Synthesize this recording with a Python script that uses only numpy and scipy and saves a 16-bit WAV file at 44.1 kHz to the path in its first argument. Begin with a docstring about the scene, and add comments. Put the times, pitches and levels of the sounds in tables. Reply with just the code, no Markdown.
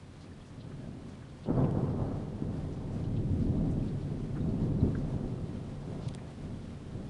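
"""Thunder over rain: an old rumble mutters, a clap cracks, then rolls on in two long swells and fades.
Random impulses, filtered and evened out, make its rumble, roll and crackle; decaying sines make its shocks.
Rain is filtered noise under pattering impulses, slowly thickening. Drips splash as short bursts
of band-limited noise. A few handling clicks tick close to the microphone as noise snaps with a ringing
sine, and a dull low thump comes just before the last of them."""
import sys
import numpy as np
from scipy import signal
from scipy.fft import rfft, irfft, next_fast_len
from scipy.io import wavfile
from scipy.ndimage import uniform_filter1d, map_coordinates

SR = 44100
rng = np.random.default_rng(int(sys.argv[2]) if len(sys.argv) > 2 else 0)


def output_pcm(signal):
    """Save a mono or channel-first signal as 16-bit PCM at the path in sys.argv[1].

    Samples are clipped to [-1, 1] before scaling.
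    """
    pcm = np.clip(np.atleast_2d(signal).T, -1, 1) * 32767
    wavfile.write(sys.argv[1], SR, np.round(pcm).astype(np.int16))


N = 312889


def amp(db):
    """Decibels to gain."""
    return 10 ** (np.asarray(db) / 20)


def unit(x):
    """Scale to rms 1."""
    return x / np.sqrt(np.mean(x ** 2) + 1e-20)


def along(points, hz):
    """Read (Hz, value) points on a log frequency axis."""
    f, v = np.transpose(points)
    return np.interp(np.log(hz + 1), np.log(f + 1), v)


def wobble(rate):
    """A smooth random curve, rate knots a second."""
    knots = rng.standard_normal(int(N * rate / SR) + 4)
    return map_coordinates(knots, [np.arange(N) * rate / SR])


def coloured(x, spectrum):
    """Minimum-phase filter with the gain of the (Hz, dB) points, so nothing sounds early."""
    m = 2 * next_fast_len(N // 2 + SR // 4)
    gain = amp(along(spectrum, np.fft.rfftfreq(m, 1 / SR)))
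    cepstrum = irfft(np.log(gain), m)
    # folding the cepstrum forward in time makes the filter causal
    cepstrum[1:m // 2] *= 2
    cepstrum[m // 2 + 1:] = 0
    return irfft(rfft(x, m) * np.exp(rfft(cepstrum)), m)[:N]


def impacts(rate, scatter_db):
    """Impulses of random size and sign at random moments, rate a second."""
    hits = rng.random(N) < rate / SR
    sign = rng.choice([-1, 1], N)
    return hits * sign * amp(scatter_db * rng.standard_normal(N))


def add(track, s, sound):
    """Mix a sound into the track from time s."""
    start = max(round(s * SR), 0)
    track[start:start + len(sound)] += sound[:N - start]


WALL_S, WALL_SHARE = 0.0078, 0.25  # echo delay in seconds, echo gain


def wall(x):
    """A wall behind the microphone returns the thunder a moment later and hollows its tone."""
    echo = np.pad(x, (round(WALL_S * SR), 0))[:N]
    return x + WALL_SHARE * echo


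def peal(spectrum, rate, scatter_db, even_s):
    """Shocks from countless bends of the lightning channel merge into a sound of even strength."""
    x = unit(wall(coloured(impacts(rate, scatter_db), spectrum)))
    power = uniform_filter1d(x ** 2, max(int(even_s * SR), 1))
    return x / np.sqrt(np.abs(power) + 1e-3)


# Claps, from channel branches that lie side-on and arrive all at once. Each row: peak time in seconds,
# roll level in dB, crackle in dB relative to the roll, deep rumble in dB relative to the roll.
CLAP_PEALS = [(1.51, -32, -8, -9), (1.593, -25.5, -8.5, -7), (1.645, -27.5, -10, -9.5), (1.78, -35, -7, -9),
              (2.024, -38.5, -3, 4), (4.126, -38.5, -11, -14), (4.841, -30, -13, -1)]
CLAP_RISE_S, CLAP_FADE_DB_PER_S = 0.042, 98
# Rolls, from long stretches of channel leading away. Each row: peak time in seconds, roll level in dB,
# crackle in dB relative to the roll, deep rumble in dB relative to the roll, rise in seconds.
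ROLL_PEALS = [(.2, -52.5, -10.5, -3, 0.098), (.85, -44.5, -12.5, -7.5, 0.35), (1.8, -33.5, -9, -4.5, 0.043),
              (2.48, -38.5, -11.5, -2, 0.058), (3.0, -40.5, -10, -2, 0.3), (3.38, -32.5, -17.5, -1, .35),
              (3.58, -32.5, -13.5, -9, 0.14), (4.66, -31.5, -14, -4, 0.38), (5.14, -39.5, -9.5, -3, 0.29),
              (5.97, -42.5, -9, -6.5, 0.25), (6.5, -44.5, -14.5, -1.5, 0.14), (7.0, -42, -12, -4, 0.091)]
ROLL_FADE_DB_PER_S = 14
RISE_DB = 10  # a peal gains this much over its rise time
# The distant storm under it all. One row: deep rumble in dB, roll in dB, crackle in dB.
MUTTER_LEVELS = (-55.5, -54.5, -65.5)


def strength():
    """Peals swell to a peak, then lose steady dB a second; powers add. Gives dB of rumble, roll, crackle."""
    t = np.arange(N) / SR
    power = amp(MUTTER_LEVELS)[:, None] ** 2 + np.zeros(N)
    peals = [(*row, CLAP_RISE_S, CLAP_FADE_DB_PER_S) for row in CLAP_PEALS]
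    peals += [(*row, ROLL_FADE_DB_PER_S) for row in ROLL_PEALS]
    for s, db, crackle_db, deep_db, rise, fade in peals:
        below_db = np.where(t < s, RISE_DB * ((s - t) / rise) ** 2, fade * (t - s))
        envelope = amp(-np.minimum(below_db, 100))
        levels = amp([db + deep_db, db, db + crackle_db])
        power += np.outer(levels, envelope) ** 2
    return 10 * np.log10(power)


# Tone of the deep rumble. Each row: frequency in Hz, gain in dB.
RUMBLE_TONE = [(8, -35), (22, -5.5), (36, 3), (55, -6), (68, -6.5), (84, 7.5), (102, 1.5), (118, -2),
               (160, -37), (400, -100)]
# Tone of the roll, the body of the thunder. Each row: frequency in Hz, gain in dB.
ROLL_TONE = [(70, -21), (100, -19), (118, -3.5), (146, -0.5), (185, -3), (205, -1.5), (235, -7),
             (262, -7.5), (315, -9.5), (370, -14), (450, -29.5), (650, -39), (1500, -100)]
# Tone of the crackle. 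Each row: frequency in Hz, gain in dB.
CRACKLE_TONE = [(200, -28.5), (330, -9), (420, 2.5), (510, -2), (570, -3.5), (650, -4), (800, -8),
                (1050, -12), (1400, -20.5), (2000, -33), (5000, -82)]
# the crackle's edge when it is as loud as the roll, and how fast it dulls as the crackle sinks below
EDGE_DB, EDGE_PER_DB = 7.5, 1.1


def thunder(edge_hz=720, lumps_db=0.95, lumps_rate=14):
    """Near parts of the channel crackle; air strips far parts down to a roll and a deep rumble."""
    rumble_db, roll_db, crackle_db = strength()
    rumble = amp(rumble_db) * peal(RUMBLE_TONE, rate=600, scatter_db=0.5, even_s=0.13)
    roll = amp(roll_db) * peal(ROLL_TONE, rate=2500, scatter_db=1.5, even_s=0.093)
    crackle = amp(crackle_db) * peal(CRACKLE_TONE, rate=2000, scatter_db=3.0, even_s=0.048)
    # split off the crackle's edge, which stands out more the louder the crackle is beside the roll
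    lowpass = signal.butter(3, edge_hz, fs=SR, output="sos")
    dull = signal.sosfiltfilt(lowpass, crackle)
    edge_db = EDGE_DB + EDGE_PER_DB * (crackle_db - roll_db)
    edge = amp(edge_db) * (crackle - dull)
    lumps = amp(lumps_db * wobble(lumps_rate))
    return lumps * (rumble + roll + dull + edge)


# Tone of the rain. Each row: frequency in Hz, gain in dB.
RAIN_TONE = [(100, -18), (500, 8.5), (1200, 3.5), (2000, -1), (2600, -3), (3400, -3.5), (4500, -6.5),
             (6500, -11.5), (9000, -13), (10100, -14), (10900, -16.5)]
RAIN_DB, RAIN_GROWS_DB_PER_S = -61.5, 0.2855  # hiss level at the start; the shower slowly thickens


def rain(patter_db=-7):
    """Far drops merge into a hiss, nearer ones patter in flurries."""
    shower_db = RAIN_DB + RAIN_GROWS_DB_PER_S * np.arange(N) / SR
    hiss = amp(0.61 * wobble(16)) * unit(coloured(rng.standard_normal(N), RAIN_TONE))
    flurry_db = 2 * wobble(14)
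    drops = unit(coloured(impacts(rate=1200, scatter_db=2.5), RAIN_TONE))
    patter = amp(patter_db + flurry_db) * drops
    return amp(shower_db) * (hiss + patter)


def splash(hz, length, octaves):
    """A burst of fine spray, noise around one pitch, that swells to a peak at twice length and dies."""
    t = np.arange(SR // 4) / SR
    f = np.fft.rfftfreq(len(t), 1 / SR)
    band = np.exp(-0.5 * (np.log2((f + 1) / hz) / octaves) ** 2)
    spray = unit(irfft(rfft(rng.standard_normal(len(t))) * band, len(t)))
    swell = t / (2 * length)
    return spray * (swell * np.exp(1 - swell)) ** 4


# The loudest drips splashing nearby. Each row: peak time in seconds, level in dB, centre in Hz,
# length in seconds (half the swell time).
LOUD_SPLASHES = [(0.221, -64.5, 4270, 0.018), (0.614, -62, 3380, 0.013), (.72, -60, 1330, 0.0078),
                 (1.229, -63, 1500, .012), (1.445, -61.5, 3370, 0.011), (1.646, -60, 2660, 0.0069),
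                 (2.935, -69, 6000, 0.014), (3.046, -66, 3800, .014), (3.172, -61, 3180, .007),
                 (3.716, -69, 7000, 0.013), (3.884, -63, 3680, 0.0087), (4.37, -55, 1280, 0.013),
                 (4.954, -48.5, 1490, 0.0045), (6.042, -61.5, 3380, 0.025), (6.083, -60, 5030, .005),
                 (6.188, -61, 1850, .012)]
# softer splashes at random: level, centre, its scatter either way, length
SPRAY_DB, SPRAY_HZ, SPRAY_OCTAVES, SPRAY_S = -69, 4550, 0.45, 0.016


def drips(faint_db=-70, count=45, size=12):
    """Water falls from the eaves: loud splashes, softer ones at random, and faint plinks in between."""
    out = np.zeros(N)
    soft = []
    for k, (when, pitch) in enumerate(rng.random((size, 2))):
        s = (k + when) / size * N / SR  # one in each equal slice of time
        hz = SPRAY_HZ * 2 ** (SPRAY_OCTAVES * (2 * pitch - 1))
        soft.append((s, SPRAY_DB, hz, SPRAY_S))
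    for s, db, hz, length in LOUD_SPLASHES + soft:
        octaves = 0.2 + 16 * length  # longer splashes throw a wider mix of droplet sizes
        add(out, s - 2 * length, amp(db) * splash(hz, length, octaves))
    for when, loudness, pitch, life in rng.random((count, 4)):
        plink = splash(1200 * 4 ** pitch, 0.0016 + 0.0053 * life, octaves=0.078)
        add(out, when * N / SR, amp(faint_db) * (1 + loudness) * plink)
    return out


# The strongest shock fronts. Each row: start in seconds, peak in dB before the air, pitch in Hz.
SHOCK_FRONTS = [(1.46, -31, 596), (1.487, -24, 585), (1.504, -15.5, 274), (1.581, -20, 563),
                (1.611, -31, 218), (1.623, -29, 600), (1.751, -24.5, 410), (1.771, -14.5, 241),
                (1.829, -20, 222), (1.994, -26, 503), (2.026, -22, 298), (2.422, -20.5, 243),
                (2.955, -25, 199), (3.301, -14.5, 90.5), (3.399, -18, 108), (4.117, -19.5, 140),
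                (4.441, -29, 240), (4.813, -25, 114), (4.88, -18, 114)]
# Echoes off nearby walls. Each row: frequency in Hz, time to decay by 60 dB in seconds.
WALL_ECHOES = [(60, 0.22), (250, 0.04), (1000, 0.052)]
# What distance leaves of a shock front. Each row: frequency in Hz, gain in dB.
AIR_TONE = [(30, -21.5), (90, -3), (650, -3), (1300, -5.5), (2600, -47), (6000, -81)]


def shocks(echo_db=-7):
    """Each strong front is a steep push and a suction, scattered by nearby walls and dulled by the air."""
    out, t = np.zeros(N), np.arange(SR // 8) / SR
    for s, db, hz in SHOCK_FRONTS:
        cycles = hz * t
        front = np.sin(2 * np.pi * cycles) * np.exp(-1.2 * cycles)
        # noise that decays at its own pace in each band
        f, age, z = signal.stft(rng.standard_normal(len(t)), SR, nperseg=256)
        decay = amp(-60 * age / along(WALL_ECHOES, f)[:, None])
        scatter = signal.istft(z * decay, SR, nperseg=256)[1]
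        echo = signal.fftconvolve(front, scatter)[:len(t)]
        boom = unit(front) + amp(echo_db) * unit(echo)
        add(out, s, amp(db) * boom / np.abs(boom).max())
    return coloured(out, AIR_TONE)


# Sharp clicks close by, probably from handling. Each row: start in seconds, peak in dB before the tone
# filter, ring in Hz.
HANDLING_CLICKS = [(1.7105, -42, 10400), (6.0845, -43, 9300), (6.0878, -36.5, 3330), (6.139, -42, 4800),
                   (6.1488, -34, 8900)]
# Tone of the clicks. Each row: frequency in Hz, gain in dB.
CLICK_TONE = [(500, -24), (1700, 1), (3200, 8), (5300, 2), (7200, 0), (9300, 1.5), (10500, 0), (11500, -18)]


def clicks(ring_db=-9, snap_t60=0.0058, ring_t60=0.01):
    """A handling click: a dry snap of fast-dying noise with a short ring."""
    out, t = np.zeros(N), np.arange(SR // 50) / SR
    for s, db, hz in HANDLING_CLICKS:
        snap = rng.standard_normal(len(t)) * amp(-60 * t / snap_t60)
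        ring = np.sin(2 * np.pi * hz * t) * amp(-60 * t / ring_t60)
        click = unit(snap) + amp(ring_db) * unit(ring)
        add(out, s, amp(db) * click / np.abs(click).max())
    return coloured(out, CLICK_TONE)


def bump(s=6.064, db=-28, hz=125, length=0.0069):
    """A soft, dull thump just before the last clicks: a low sine that swells over length and dies."""
    out, t = np.zeros(N), np.arange(SR // 10) / SR
    swell = (t / length) * np.exp(1 - t / length)
    add(out, s, amp(db) * np.sin(2 * np.pi * hz * t) * swell)
    return out


def scene():
    """Thunder behind the rain, in one channel."""
    return (thunder() + rain() + drips() + shocks() + clicks() + bump())[None]


# Treble roll-off of the microphone. Each row: frequency in Hz, gain in dB.
MICROPHONE_TONE = [(9900, 0.5), (10300, -1), (10900, -11.5), (11800, -15)]
TOP_HZ = 11843  # band limit


def record(dry):
    """The microphone dulls the top treble and keeps nothing above its band limit."""
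    m = next_fast_len(N + SR // 2)
    hz = np.fft.rfftfreq(m, 1 / SR)
    gain = amp(along(MICROPHONE_TONE, hz)) * (hz < TOP_HZ)
    return irfft(rfft(dry, m) * gain, m)[..., :N]


dry = scene()
out = record(dry)
output_pcm(out)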